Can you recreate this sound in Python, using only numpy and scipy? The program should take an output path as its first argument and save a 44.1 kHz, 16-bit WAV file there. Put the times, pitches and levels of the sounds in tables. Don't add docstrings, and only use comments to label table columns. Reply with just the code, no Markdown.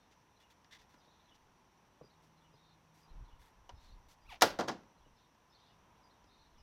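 import sys
import numpy as np
from scipy import signal
from scipy.fft import rfft, irfft, next_fast_len
from scipy.io import wavfile
from scipy.ndimage import uniform_filter1d

SR = 44100
rng = np.random.default_rng(int(sys.argv[2]) if len(sys.argv) > 2 else 0)


def pcm_store(signal):
    levels = np.round(np.clip(np.atleast_2d(signal), -1, 1) * 32767)
    wavfile.write(sys.argv[1], SR, levels.astype(np.int16).T)


def volts_from_decibels(level):
    exponent = np.asarray(level, float) / 20
    return 10 ** exponent


N = 291983
T = np.arange(N) / SR


def colour(table, hz):
    return np.interp(np.log(hz + 1), np.log([r[0] for r in table]), [r[1] for r in table])


def unit(x):
    return x / np.sqrt(np.mean(x ** 2))


def loudest(x):
    return x / np.sqrt(uniform_filter1d(x ** 2, 150).max())


def shaped(x, gain):
    size = next_fast_len(len(x), real=True)
    return irfft(rfft(x, size) * gain(np.fft.rfftfreq(size, 1 / SR)), size)[:len(x)]


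def peak(hz, centre_hz, width_hz):
    return 1 / np.sqrt(1 + (2 * (hz - centre_hz) / width_hz) ** 2)


def walk(rate):
    k = int(SR / rate)
    steps = np.repeat(rng.standard_normal(N // k + 1), k)
    return 0.45 * uniform_filter1d(uniform_filter1d(steps, k), k)[:N]


def add(out, s, x):
    i = int(s * SR)
    out[i:i + len(x)] += x[:N - i]


def ring(hz, db, t60, t):
    decay = np.exp(-np.log(1000) * t / t60[:, None])
    return (volts_from_decibels(db)[:, None] * np.sin(2 * np.pi * hz[:, None] * t) * decay).sum(0)


def town():
    # f/Hz, level/dB per Hz
    roar_colour = [(24, -33.5), (40, -1), (199, -3.5), (312, -7.5), (382, -8.5), (646, -10), (990, -2.5),
                   (1240, -11.5), (2500, -18), (2980, -18.5), (4340, -24), (5870, -30), (6820, -32.5),
                   (14500, -35), (16000, -48.5)]
    # f/Hz, bandwidth/Hz, level/dB
    insects = [(5400, 90, -94.5), (5870, 50, -90), (5600, 80, -91), (5860, 800, -85.5), (6828, 69, -103)]
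    # t/s of the closest point, swell/dB, half length/s
    passes = [(0, 1.5, .3), (1.0, 2, .35), (2.2, 1.5, .5), (3.2, 3.5, .15), (3.9, 2, .7), (4.85, 2.5, .15),
              (5.95, 4, .4)]
    swell = sum(db * np.exp(-((T - s) / half) ** 2) for s, db, half in passes)
    roar = 0
    for c in 40 * 2 ** np.arange(0, 9, .5):
        band = shaped(rng.standard_normal(N),
                      lambda f: np.exp(-(np.log2((f + 1) / c) / .4) ** 2) * volts_from_decibels(colour(roar_colour, f)))
        roar = roar + band * volts_from_decibels(0.4 * walk(6.4) + (swell - swell.mean()) * peak(c, 1000, 1300))
    out = unit(roar) * volts_from_decibels(-68.5)
    for hz, bandwidth, db in insects:
        line = unit(shaped(rng.standard_normal(N), lambda f: peak(f, hz, bandwidth) ** 2))
        out = out + line * volts_from_decibels(db + 2.0 * walk(2.3))
    return out


def hum():
    # t/s, length/s, start f/Hz, end f/Hz, level/dB
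    motors = [
        (1.4, .62, 392, 375, -83),
        (2.08, 1.24, 160, 158, -73.5),
    ]
    out = np.zeros(N)
    waver = volts_from_decibels(1.5 * walk(7) + 1.3 * walk(25))
    for s, length, start_hz, end_hz, db in motors:
        n = int(length * SR)
        phase = 2 * np.pi * np.cumsum(np.linspace(start_hz, end_hz, n)) / SR
        tone = np.sin(phase) + volts_from_decibels(-11) * np.sin(2 * phase)
        add(out, s, volts_from_decibels(db) * signal.windows.tukey(n, .2) * tone)
    return np.sqrt(2) * out * waver


def wind():
    # t/s of the peak, peak level/dB, length/s down to -20 dB
    gusts = [(.75, -70, .1), (1.4, -76, .3), (2.03, -78, .08), (2.49, -80, .08), (2.73, -80, .06),
             (3.115, -54, .05), (3.17, -45, .1), (3.225, -47.5, .07), (3.34, -52.5, .05), (3.41, -57, .06),
             (3.6, -61, .12), (3.74, -51, .09), (3.85, -60, .08), (3.94, -50, .12), (4.08, -63, .08),
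             (4.28, -54, .12), (4.5, -59, .2), (5.02, -61, .08), (5.11, -67, .1), (5.81, -77, .1),
             (6.25, -78, .1), (6.42, -73, .15), (6.62, -59.5, .3)]
    rise_share, calm_db = .6, -88
    rumble = shaped(rng.standard_normal(N), lambda f: peak(f, 28, 50) ** 2 * f / (f + 15))
    rumble = rumble / np.sqrt(uniform_filter1d(rumble ** 2, 3000))
    gain = volts_from_decibels(calm_db)
    for s, db, length in gusts:
        away = np.where(T < s, (s - T) / rise_share, T - s) / length
        gain = gain + volts_from_decibels(db - 20 * away ** 1.5)
    return rumble * gain * volts_from_decibels(-4.0)


def note(length, start_hz, end_hz):
    n = int(length * SR)
    hoarse = 70 * unit(uniform_filter1d(rng.standard_normal(SR // 10), 90))[:n]
    phase = 2 * np.pi * np.cumsum(np.linspace(start_hz, end_hz, n) + hoarse) / SR
    return np.sin(phase) * signal.windows.tukey(n, .7)


def trill(length, low_hz, high_hz):
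    n = int(length * SR)
    chance = uniform_filter1d(rng.standard_normal((2, SR // 3)), 500)[:, :n] * 22
    flick = np.cumsum(48 * (1 + .35 * chance[0])) / SR % 1
    hz = low_hz + (high_hz - low_hz) * (.06 + .85 * flick ** 2.5 + .1 * chance[1])
    loudness = np.sin(np.pi * flick) * volts_from_decibels(1.6 * chance[1]) * signal.windows.tukey(n, .3)
    warble = np.sin(2 * np.pi * np.cumsum(hz) / SR) * loudness
    add(warble, 0, volts_from_decibels(-3.0) * note(.022, high_hz, .96 * high_hz))
    return warble


def birds():
    # delay/s, length/s, start f/Hz, end f/Hz, level/dB
    falling = [(0, 0.0324, 4350, 3700, -5), (.04, 0.03, 3580, 3260, -1), (.072, 0.03, 2860, 2980, 1),
               (.1, .03, 2900, 2600, -7)]
    # t/s, level/dB
    falling_sung = [(0.349, -74.5), (1.233, -71.5), (2.361, -76.5), (3.234, -76), (4.964, -80), (5.61, -79),
                    (6.504, -79)]
    # delay/s, length/s, start f/Hz, end f/Hz, level/dB
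    whistle = [
        (0, .05, 4880, 4834, -1.5),
        (.07, .025, 3620, 4400, -1),
        (.1, .03, 3900, 3700, -8.5),
    ]
    # t/s, level/dB
    whistle_sung = [(2.019, -73.5), (3.005, -75), (4.2, -80), (6.02, -75)]
    # t/s, length/s, low f/Hz, high f/Hz, level/dB
    trills = [(0, .04, 3500, 4330, -74), (.98, .26, 3350, 5000, -71), (2.53, .22, 3400, 5030, -71),
              (3.745, .21, 3400, 5370, -69.5), (5.155, .11, 3300, 5400, -72), (5.495, .24, 3300, 5340, -68),
              (6.265, .22, 3500, 5170, -70), (6.575, .045, 4900, 5920, -71)]
    out = np.zeros(N)
    for phrase, times in ((falling, falling_sung), (whistle, whistle_sung)):
        for s, db in times:
            for delay, length, start_hz, end_hz, note_db in phrase:
                add(out, s + delay, volts_from_decibels(db + note_db - 0.8) * note(length, start_hz, end_hz))
    for s, length, low_hz, high_hz, db in trills:
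        add(out, s, volts_from_decibels(db - 6.0) * trill(max(length, .03), low_hz, high_hz))
    t = np.arange(SR // 4) / SR
    echo = volts_from_decibels(-23) * rng.standard_normal(len(t)) * np.exp(-np.log(1000) * t / .2)
    echo[0] = 1
    return signal.fftconvolve(out, echo)[:N]


def fingers():
    # t/s, peak level/dB, pitch factor
    touches = [
        (1.074, -58.5, 1.0),
        (2.012, -44, 0.98),
        (2.041, -52.5, 0.82),
        (2.54, -54, 0.84),
        (5.062, -56, 0.96),
    ]
    # f/Hz, level/dB, t60/s
    knock_modes = [(154, 0, 0.095), (311, 0.5, 0.083), (503, 7, 0.032), (615, 4.5, 0.03), (1150, -4, .03)]
    # f/Hz, level/dB, t60/s
    tab_modes = [(735, -11, 0.069), (965, 1, 0.08), (2980, -1.5, .025), (5800, -6, .012)]
    out, t = np.zeros(N), np.arange(6000) / SR
    hz, db, t60 = np.transpose(knock_modes)
    for s, peak_db, pitch in touches:
        uneven_db = db + 2.0 * rng.standard_normal(len(hz))
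        soft_start = 1 - np.exp(-t / 0.0015)
        add(out, s, volts_from_decibels(peak_db - 6.0) * ring(hz * pitch, uneven_db, t60, t) * soft_start)
    add(out, 3.693, volts_from_decibels(-48) * ring(*np.transpose(tab_modes), t))
    return out


def rubs():
    # t/s, length/s, level/dB, top brightness/dB, resonance level/dB
    strokes = [(.11, .035, -75, -11, -13), (.4, 0.043, -76.5, -6, -4), (.5, 0.036, -75.5, -6, -0.5),
               (0.71, 0.069, -69.5, -13, 6), (.785, 0.061, -73.5, -12, -5), (.89, 0.089, -83, -2, 2),
               (1.345, 0.024, -74.5, -9, -15), (2.22, .07, -80, -4, -28), (2.94, 0.12, -77.5, -2, -25),
               (3.39, 0.14, -79, 2, 1), (3.8, 0.13, -77, -7, -13), (4.085, 0.066, -70, -3.5, -34),
               (4.3, .06, -70, -11, 0)]
    # f/Hz, bandwidth/Hz, level/dB
    edge_peaks = [(1850, 130, 6), (2060, 51, 9), (3530, 150, 5), (3800, 120, -4), (5200, 400, -29),
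                  (5600, 300, -13)]
    out = np.zeros(N)
    for s, length, db, top_db, edge_db in strokes:
        chance = rng.standard_normal((2, SR // 8))[:, :int(length * SR)]
        patches = volts_from_decibels(3.7 * uniform_filter1d(chance[1], 150) * 6.0)
        stroke = np.sin(np.pi * np.linspace(0, 1, chance.shape[1]) ** 0.57) ** 0.48
        slips = chance[0] * patches * stroke
        tint = [(700, -6.5), (2000, 5), (6000, 5), (8500, top_db), (13000, top_db), (16000, top_db - 8.0)]
        hiss = shaped(slips, lambda f: volts_from_decibels(colour(tint, f)))
        edge = shaped(slips, lambda f: sum(volts_from_decibels(d) * peak(f, c, w) for c, w, d in edge_peaks))
        add(out, s, volts_from_decibels(db) * (unit(hiss) + volts_from_decibels(edge_db) * unit(edge)))
    return out


def squeak():
    creep = [(4.249, 1037, -78), (4.265, 1180, -64), (4.278, 1420, -68), (4.296, 1230, -52),
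             (4.312, 980, -52), (4.326, 810, -49), (4.345, 690, -57), (4.36, 650, -65), (4.384, 615, -76)]
    s, hz, db = np.transpose(creep)
    t = np.arange(s[0], s[-1], 1 / SR)
    chance = rng.standard_normal((2, SR // 4))[:, :len(t)]
    rough = np.interp(t, (4.32, 4.35), (.035, .3))
    jitter = 1 + rough * unit(uniform_filter1d(chance[0], 50))
    phase = np.cumsum(np.interp(t, s, hz) * jitter) / SR
    train = sum(np.cos(2 * np.pi * k * phase) for k in range(1, 14))
    train = train * (1 + 5.0 * rough * chance[1])
    edge = [(400, -3), (800, 8), (1500, -6), (2500, 4.5),
            (4500, -9), (7500, -27), (11500, -19.5), (15000, -23.5)]
    out = np.zeros(N)
    add(out, s[0], unit(shaped(train, lambda f: volts_from_decibels(colour(edge, f)))) * volts_from_decibels(np.interp(t, s, db)))
    return out


def dense_modes(field, bands, tilt, rattle, share, t):
    # f/Hz, level/dB per Hz
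    shell_colour = [(53, -67.5), (90, -3), (160, -8), (205, 2), (393, -2.5), (532, -8), (876, -6),
                    (1140, -13.5), (1680, -9), (2180, -15.5), (5650, -15), (7170, -28), (12900, -30),
                    (16000, -31)]
    # f/Hz, t60/s
    shell_t60 = [(100, 0.44), (500, 0.34), (2000, 0.32), (6000, .22), (15000, 0.21)]
    start, knocks = rng.integers(2 * len(t)), rng.standard_normal(len(t) // 40)
    fed = rattle * np.minimum(1, (1500 / bands[:, None]) ** 0.9)
    uneven = volts_from_decibels(2.2 * uniform_filter1d(np.repeat(knocks, 40), 30) * np.exp(-t / 0.017))
    fall = np.log(1000) * np.maximum(t - fed, 0) / (share * colour(shell_t60, bands)[:, None])
    rise = 1 - np.exp(-t * bands[:, None] / 1.6)
    shape = rise * (np.exp(-fall / .17) + volts_from_decibels(-10.5) * np.exp(-fall))
    modes = field[:, start:start + len(t)] * shape * uneven
    energy = np.sqrt((shape ** 2).sum(1) * bands / (modes ** 2).sum(1))
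    return (energy * volts_from_decibels(colour(shell_colour, bands) + colour(tilt, bands))) @ modes


def panel():
    # f/Hz, level/dB, t60/s
    strong_modes = [(576, -9, 0.047), (733, -8, 0.059), (858.2, -17, 0.3), (1420, -14, 0.23),
                    (1680, -14, 0.15), (1790, -22, 0.2), (2000, -19, 0.18)]
    # t/s, body level/dB, crack over body/dB, thud over body/dB
    ticks = [(0.645, -56, 10, 7), (0.941, -55, -6.5, 2), (3.694, -43.5, -11, -27), (4.357, -53, -2, -12),
             (4.833, -57, -4, 8.5), (5.347, -64, -6, -7), (6.241, -58, -7, 1)]
    # t/s, body level/dB, crack over body/dB, thud over body/dB
    snaps = [(4.41, -28.5, 7, -6), (4.42, -9, -6.5, -23), (4.443, -29.5, -8, -1), (4.502, -42, 12, -11),
             (4.5885, -21, -19, -12), (4.597, -26, -13, -9), (4.607, -27, -13, -15),
             (4.637, -39.5, -14, -6), (4.677, -32, -17, -24), (4.682, -26.5, -9.5, -8.5),
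             (4.691, -33.5, -6.5, -8.5), (4.714, -37.5, -8, 0)]
    out, t = np.zeros(N), np.arange(12000) / SR
    hz, db, t60 = np.transpose(strong_modes)
    bands = 90 * 2 ** np.arange(0, 7.6, 1 / 3)
    noise = rng.standard_normal(3 * len(t))
    field = np.array([shaped(noise, lambda f: np.exp(-(np.log2((f + 1) / c) / .25) ** 2)) for c in bands])
    blows = [row + (.003, .38) for row in ticks] + [row + (.0068, .95) for row in snaps]
    for s, body_db, crack_db, thud_db, rattle, share in blows:
        tilt = [(250, thud_db + 4.5), (550, 0.00043), (1200, .2 * crack_db), (2100, crack_db + 1.5),
                (3200, crack_db + 4.0), (6000, crack_db + 6.0),
                (12000, crack_db + 7.0 + .6 * (body_db + 11))]
        where = 2.0 * rng.standard_normal(len(hz))
        strong = ring(hz, db + colour(tilt, hz) + where, .5 * t60 * share, t)
        strong = strong * (1 - np.exp(-t / .002))
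        dense = dense_modes(field, bands, tilt, rattle, share, t)
        add(out, s, volts_from_decibels(body_db - 7.5) * (volts_from_decibels(-7.0) * loudest(strong) + loudest(dense)))
    return out


def scene():
    return (town() + hum() + wind() + birds() + fingers() + rubs() + squeak() + panel())[None]


def band_limit(x):
    return signal.sosfilt(signal.butter(12, 16810, fs=SR, output="sos"), x)


def record(dry):
    top = signal.ellip(8, .2, 70, 15900, fs=SR, output="sos")
    mix = signal.sosfilt(top, dry)
    return band_limit(mix)


dry = scene()
out = record(dry)
pcm_store(out)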